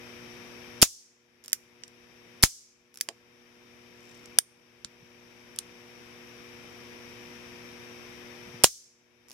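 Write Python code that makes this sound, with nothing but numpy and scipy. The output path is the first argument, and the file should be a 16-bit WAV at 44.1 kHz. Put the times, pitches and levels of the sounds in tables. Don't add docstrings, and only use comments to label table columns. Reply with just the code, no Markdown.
import sys
import numpy as np
from scipy import signal
from scipy.fft import rfft, irfft, next_fast_len
from scipy.io import wavfile
from scipy.ndimage import map_coordinates

SR = 44100
rng = np.random.default_rng(int(sys.argv[2]) if len(sys.argv) > 2 else 0)


def master(y):
    cut = np.clip(np.atleast_2d(y).T, -1, 1)
    pcm = np.round(cut * 32767)
    wavfile.write(sys.argv[1], SR, pcm.astype(np.int16))


N = 411453

# (time [s], action, jolt level [dB], jolt rise [s], knock level [dB])
HAMMER_FALLS = [(0.8277, "pull", 12, 0.00033, 0.5), (2.4368, "pull", 9, 0.0013, -3.5),
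                (8.6422, "cocked", 12, 0.00014, -5.5)]
SEAR_RELEASE = {"pull": [(0.011, -15, -15, 0.5, 11000, 8.5), (0.0062, -6.5, -6.5, -5, 4300, 10),
                (0.0032, -3, -10, 5, 4800, 8.5)], "cocked": [(0.0049, -7.5, -11, -9, 9500, 11)]}
# (time [s], level [dB], body [dB], treble [dB], ring [Hz], ring boost [dB])
SPOT_CLICKS = [(1.836, -26, -9, -35, 5300, 6.5), (1.8794, -38.5, -13, -13, 5500, 2.5),
               (3.0877, -13, 5.5, -18, 3200, 9.5), (4.2576, -41, 2, -11.5, 6100, 3.5),
               (4.3866, 1, -6, 1.5, 9500, 12.5), (4.8468, -21, -9, -23, 4300, 2),
               (5.5615, -39, -7, -5, 8500, 6), (5.5876, -19, -25, -8, 9400, 7.5)]
def lockwork(blow_db=8.5, blow_body_db=6, blow_treble_db=-3.5, blow_ring_hz=5500):
    track = np.zeros((2, N))
    hits = list(SPOT_CLICKS)
    for start, action, *_ in HAMMER_FALLS:
        hits += [(start - lead, *voice) for lead, *voice in SEAR_RELEASE[action]]
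        hits.append((start, blow_db, blow_body_db, blow_treble_db, blow_ring_hz))
    for start, db, *voice in hits:
        add(track, start, in_room(amp(db) * contact(*voice)))
    return track


# (pitch [Hz], level [dB], t60 [s])
FRAME_MODES = [(1240, -6.5, 0.0056), (2150, -8.5, 0.0016), (3210, 0.5, 0.0033), (4783, -4.5, 0.0076),
               (5590, 1.5, 0.0077), (6700, -8.5, 0.012), (7390, -3.5, 0.011), (8930, 1.5, 0.0064),
               (10670, -4, 0.011), (12420, -5.5, 0.0021), (14500, -6.5, 0.0013)]
def contact(body_db, treble_db, ring_hz, ring_db=6, crack_db=6, crack_t60=0.011, rise_s=0.00015):
    t = seconds(.05)
    click = amp(crack_db) * fade(t, crack_t60) * close_noise(t)
    for hz, db, t60 in FRAME_MODES:
        phase = rng.uniform(0, 2 * np.pi) + hz / 6000 * rng.standard_normal((2, 1))
        scatter_db, detune = rng.normal(0, 2), rng.normal(1, .02)
        click += amp(db + scatter_db) * fade(t, t60) * np.sin(2 * np.pi * hz * detune * t + phase)
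    click *= 1 - np.exp(-t / rise_s)
    tilt = [(50, body_db - 10.5), (200, body_db - 6.5), (1000, body_db), (3000, 0), (8000, 0.0013),
            (13000, treble_db), (16000, treble_db - 9)]
    boost = lambda hz: ring_db / (1 + (np.log((hz + 1) / ring_hz) / 0.11) ** 2)
    click = causal_eq(click, lambda hz: curve(tilt, hz) + boost(hz))
    return click / np.sqrt(np.sum(click ** 2) / (2 * .004 * SR))


# (frequency [Hz], relative level [dB])
RATTLE_EQ = [(200, -18), (1200, -12.5), (3000, -7), (5200, -2), (7000, 2.5), (8200, -4.5), (10000, -5),
             (15500, -13)]
def hammer_shake(knock_hz=370, rattle_db=13.5, boom_hz=72, note_hz=1160, lag_s=0.00061):
    track, t = np.zeros((2, N)), seconds(.3)
    shaking = fade(t, t60=0.085) * (1 - np.exp(-t / 0.0055))
    boom = amp(-29) * fade(t, t60=0.27) * np.sin(2 * np.pi * boom_hz * t)
    steel_note = amp(-35.5) * fade(t, t60=0.18) * np.sin(2 * np.pi * note_hz * t)
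    for start, _, jolt_db, rise, knock_db in HAMMER_FALLS:
        pulse = -t / rise * np.exp(1 - t / rise)
        jolt = amp(jolt_db) * pulse * amp([[1], [-1]])
        knock = amp(knock_db) * fade(t, t60=0.02) * dull_noise(t, knock_hz, width=1.0)
        rattle = amp(rattle_db) * shaking * chatter(t, RATTLE_EQ, uneven_db=0)
        add(track, start + lag_s, jolt + knock + rattle + boom + steel_note)
        add(track, start, mainspring())
    return track


# (frequency [Hz], relative level [dB])
SPRING_EQ = [(880, -70.5), (1500, -44.5), (2240, -31), (2570, -34.5), (2720, -20), (3250, -15),
             (3910, -13.5), (5610, -2.5), (6820, -3.5), (8130, -5), (10200, -9), (15500, -20.5)]
# (frequency [Hz], t60 [s])
TAIL_TIMES = [(500, .35), (3000, .48), (6000, .55), (9000, .41), (15000, .35)]
def mainspring(level_db=-9.5):
    return amp(level_db) * filtered(dying_noise(TAIL_TIMES), lambda hz: unit(amp(curve(SPRING_EQ, hz))))


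# (time it snaps home [s], travel [s], trim [dB])
BAR_RETURNS = [(1.5302, 0.0905, 1.5), (3.0102, 0.068, 0), (9.352, 0.0675, -4)]
# (travel still to go [fraction], relative level [dB])
BAR_CATCHES = [(1, -9), (0.9, -13), (0.78, -7), (0.545, 0), (0.35, -12), (0.12, -11)]
# (frequency [Hz], gain [dB])
BAR_EQ = [(300, 8), (700, -9.5), (1400, 0.5), (2100, 6.5), (2900, -4.5), (4300, -3.5), (5800, -0.5),
          (8000, -4)]
def trigger_return(catch_db=-24.5, snap_db=-1.5, rebound_s=0.00073):
    track = np.zeros((2, N))
    comb = lambda hz: 1 - .7 * np.exp(-2j * np.pi * hz * rebound_s)
    for home, travel, trim_db in BAR_RETURNS:
        for to_go, db in BAR_CATCHES:
            tick = contact(body_db=-4, treble_db=0, ring_hz=5500)
            add(track, home - to_go * travel, in_room(amp(trim_db + catch_db + db) * tick))
        snap = contact(body_db=-15.5, treble_db=4.5, ring_hz=5900)
        snap = causal_eq(snap, lambda hz: curve(BAR_EQ, hz))
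        add(track, home, in_room(amp(trim_db + snap_db) * snap, comb))
    return track


# (frequency [Hz], relative level [dB])
GRIT_EQ = [(1500, 1), (4000, 3), (7500, 6.5), (11000, -9.5), (15500, -16)]
def sliding_steel(draw_at_s=3.932, draw_length_s=0.35, draw_db=-59.5, bar_db=-43):
    track = np.zeros((2, N))
    strokes = [(draw_at_s, draw_length_s, draw_db)]
    strokes += [(home - travel, travel, bar_db) for home, travel, _ in BAR_RETURNS]
    for start, length, db in strokes:
        t = seconds(length)
        swell = np.sqrt(np.sin(np.pi * t / length))
        add(track, start, amp(db) * swell * chatter(t, GRIT_EQ, uneven_db=14, rate_hz=480))
    return track


# (time [s], level [dB], pitch [Hz], t60 [s])
GRIP_BUMPS = [(3.088, -26, 490, 0.1), (4.851, -33, 130, 0.07), (5.019, -37.5, 128, 0.088),
              (8.462, -44, 124.6, 0.18), (8.54, -47, 143, 0.11)]
def hand_bumps(rise_s=0.00033):
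    track, t = np.zeros((2, N)), seconds(.2)
    for start, db, pitch_hz, t60 in GRIP_BUMPS:
        envelope = fade(t, t60) * (1 - np.exp(-t / rise_s))
        add(track, start, amp(db) * envelope * dull_noise(t, pitch_hz, width=.5))
    return track


def in_room(click, direct_tone=lambda hz: 1, right_bias_db=3.5, bench_db=-15, walls_db=-30, gap_s=0.0033):
    panned = click * amp([[-right_bias_db / 2], [right_bias_db / 2]])
    bench = dying_noise([(1000, .08)])
    walls = dying_noise(TAIL_TIMES)
    echo = amp(bench_db) * bench / np.linalg.norm(bench[0])
    echo += amp(walls_db) * walls / np.linalg.norm(walls[0])
    sound = signal.fftconvolve(panned, np.pad(echo, ((0, 0), (round(gap_s * SR), 0))), axes=1)
    add(sound, 0, filtered(panned, direct_tone))
    return sound


# (pitch [Hz], rms level [dB])
MAINS_HARMONICS = [(120, -63), (180, -73), (240, -56), (360, -56), (480, -58.5), (600, -72), (720, -78),
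                   (960, -71.5), (1080, -76.5)]
def mains_hum(waver_db=.5, waver_rate_hz=4):
    hum, t = np.zeros(N), np.arange(N) / SR
    for hz, db in MAINS_HARMONICS:
        waver = map_coordinates(rng.standard_normal(40), [t * waver_rate_hz])
        hum += np.sqrt(2) * amp(db + waver_db * waver) * np.sin(2 * np.pi * (hz * t + rng.random()))
    return hum


# (frequency [Hz], density [dB per Hz])
AIR_SPECTRUM = [(20, -98.5), (60, -83.5), (120, -82), (300, -81.5), (500, -84), (1000, -89.5),
                (2000, -91.5), (3200, -94.5), (4500, -98), (6500, -102), (8000, -104), (13500, -105),
                (14700, -118)]
# (frequency [Hz], left-right correlation [ratio])
AIR_CORRELATION = [(60, 0.56), (290, 0.07), (640, 0.17), (1400, 0.21), (3000, 0.16)]
def room_air():
    def mid_side_gains(hz):
        angle = np.arccos(np.clip(curve(AIR_CORRELATION, hz), -1, 1)) / 2
        return amp(curve(AIR_SPECTRUM, hz)) * np.array([np.cos(angle), np.sin(angle)])
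    mid, side = filtered(white_bed(), mid_side_gains)
    return np.array([mid + side, mid - side])


# (centre [Hz], half-width [Hz], left density [dB per Hz], right density [dB per Hz])
WHIRR_PEAKS = [(1230, 720, -87, -102), (1770, 220, -84, -102), (2350, 390, -78, -101),
               (3100, 190, -85.5, -90.5), (3660, 210, -86.5, -100), (4940, 270, -87.5, -106),
               (5500, 280, -86, -91), (5730, 250, -83.5, -101), (11950, 800, -101, -115)]
def whirr():
    def resonances(hz):
        peaks = [amp([[left], [right]]) / (1 + ((hz - centre) / width) ** 2)
                 for centre, width, left, right in WHIRR_PEAKS]
        return np.sqrt(sum(peak ** 2 for peak in peaks))
    return filtered(white_bed(), resonances)


def white_bed():
    return np.sqrt(SR / 2) * rng.standard_normal((2, N))


def close_noise(t, widen_hz=3000):
    mid, side = rng.standard_normal((2, len(t)))
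    side = filtered(side, lambda hz: hz / np.hypot(hz, widen_hz))
    return unit(np.array([mid + side, mid - side]))


def chatter(t, spectrum, uneven_db, rate_hz=900):
    grain = amp(uneven_db * map_coordinates(rng.standard_normal(1000), [t * rate_hz], order=1))
    return unit(filtered(grain * close_noise(t), lambda hz: amp(curve(spectrum, hz))))


def dull_noise(t, pitch_hz, width):
    band = lambda hz: 1 / (1 + (np.log((hz + 1) / pitch_hz) / width) ** 4)
    return unit(filtered(rng.standard_normal(len(t)), band))


def dying_noise(t60s):
    hz, t, spectrum = signal.stft(rng.standard_normal((2, SR)), SR, nperseg=256)
    return signal.istft(spectrum * fade(t, curve(t60s, hz)[:, None]), SR, nperseg=256)[1]


def amp(db):
    return 10 ** (np.asarray(db) / 20)


def unit(x):
    return x / np.sqrt(np.mean(x ** 2) + 1e-20)


def curve(points, hz):
    frequencies, values = np.transpose(points)
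    return np.interp(np.log(hz + 1), np.log(frequencies + 1), values)


def seconds(length):
    return np.arange(int(length * SR)) / SR


def fade(t, t60):
    return np.exp(-np.log(1000) * t / t60)


def add(track, start, sound):
    part = track[:, round(start * SR):][:, :sound.shape[-1]]
    part += sound[..., :part.shape[1]]


def filtered(x, response):
    n = x.shape[-1]
    size = next_fast_len(n + SR // 10)
    return irfft(rfft(x, size) * response(np.fft.rfftfreq(size, 1 / SR)), size)[..., :n]


def causal_eq(x, gain_db, size=8192):
    cepstrum = irfft(np.log(amp(gain_db(np.fft.rfftfreq(size, 1 / SR)))))
    cepstrum[1:size // 2] *= 2
    cepstrum[size // 2 + 1:] = 0
    return irfft(rfft(x, size) * np.exp(rfft(cepstrum)))[..., :x.shape[-1]]


def smoothed(x, time_s):
    step = 1 / (time_s * SR)
    return signal.lfilter([step], [1, step - 1], x)


def scene():
    gun = lockwork() + trigger_return() + hammer_shake() + sliding_steel()
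    return gun + hand_bumps() + mains_hum() + room_air() + whirr()


def microphone(hz, notch_hz=7900, width_hz=350, depth=0.2, bass_cut_hz=22):
    resonance = 1j * hz * width_hz / (notch_hz ** 2 - hz ** 2 + 1j * hz * width_hz)
    return (1 - depth * resonance) * 1j * hz / (1j * hz + bass_cut_hz)


def gain_control(x, threshold_db=-24, averaging_s=0.014, attack_s=0.0036, release_s=1.27, slack_db=2):
    power = smoothed(np.mean(x ** 2, axis=0), averaging_s)
    excess_db = np.maximum(10 * np.log10(power + 1e-12) - threshold_db, 0)
    leak = np.exp(-np.arange(N) / SR / release_s)
    held_db = leak * np.maximum.accumulate(excess_db / leak)
    duck_db = smoothed(np.maximum(held_db - slack_db, 0), attack_s)
    return x * amp(-duck_db)


def record(dry, ceiling=.9, hardness=4, top_hz=16050):
    ducked = gain_control(filtered(dry, microphone))
    rounded = ducked / (1 + np.abs(ducked / ceiling) ** hardness) ** (1 / hardness)
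    return filtered(rounded, lambda hz: 1 / np.sqrt(1 + (hz / top_hz) ** 160))


dry = scene()
out = record(dry)
master(out)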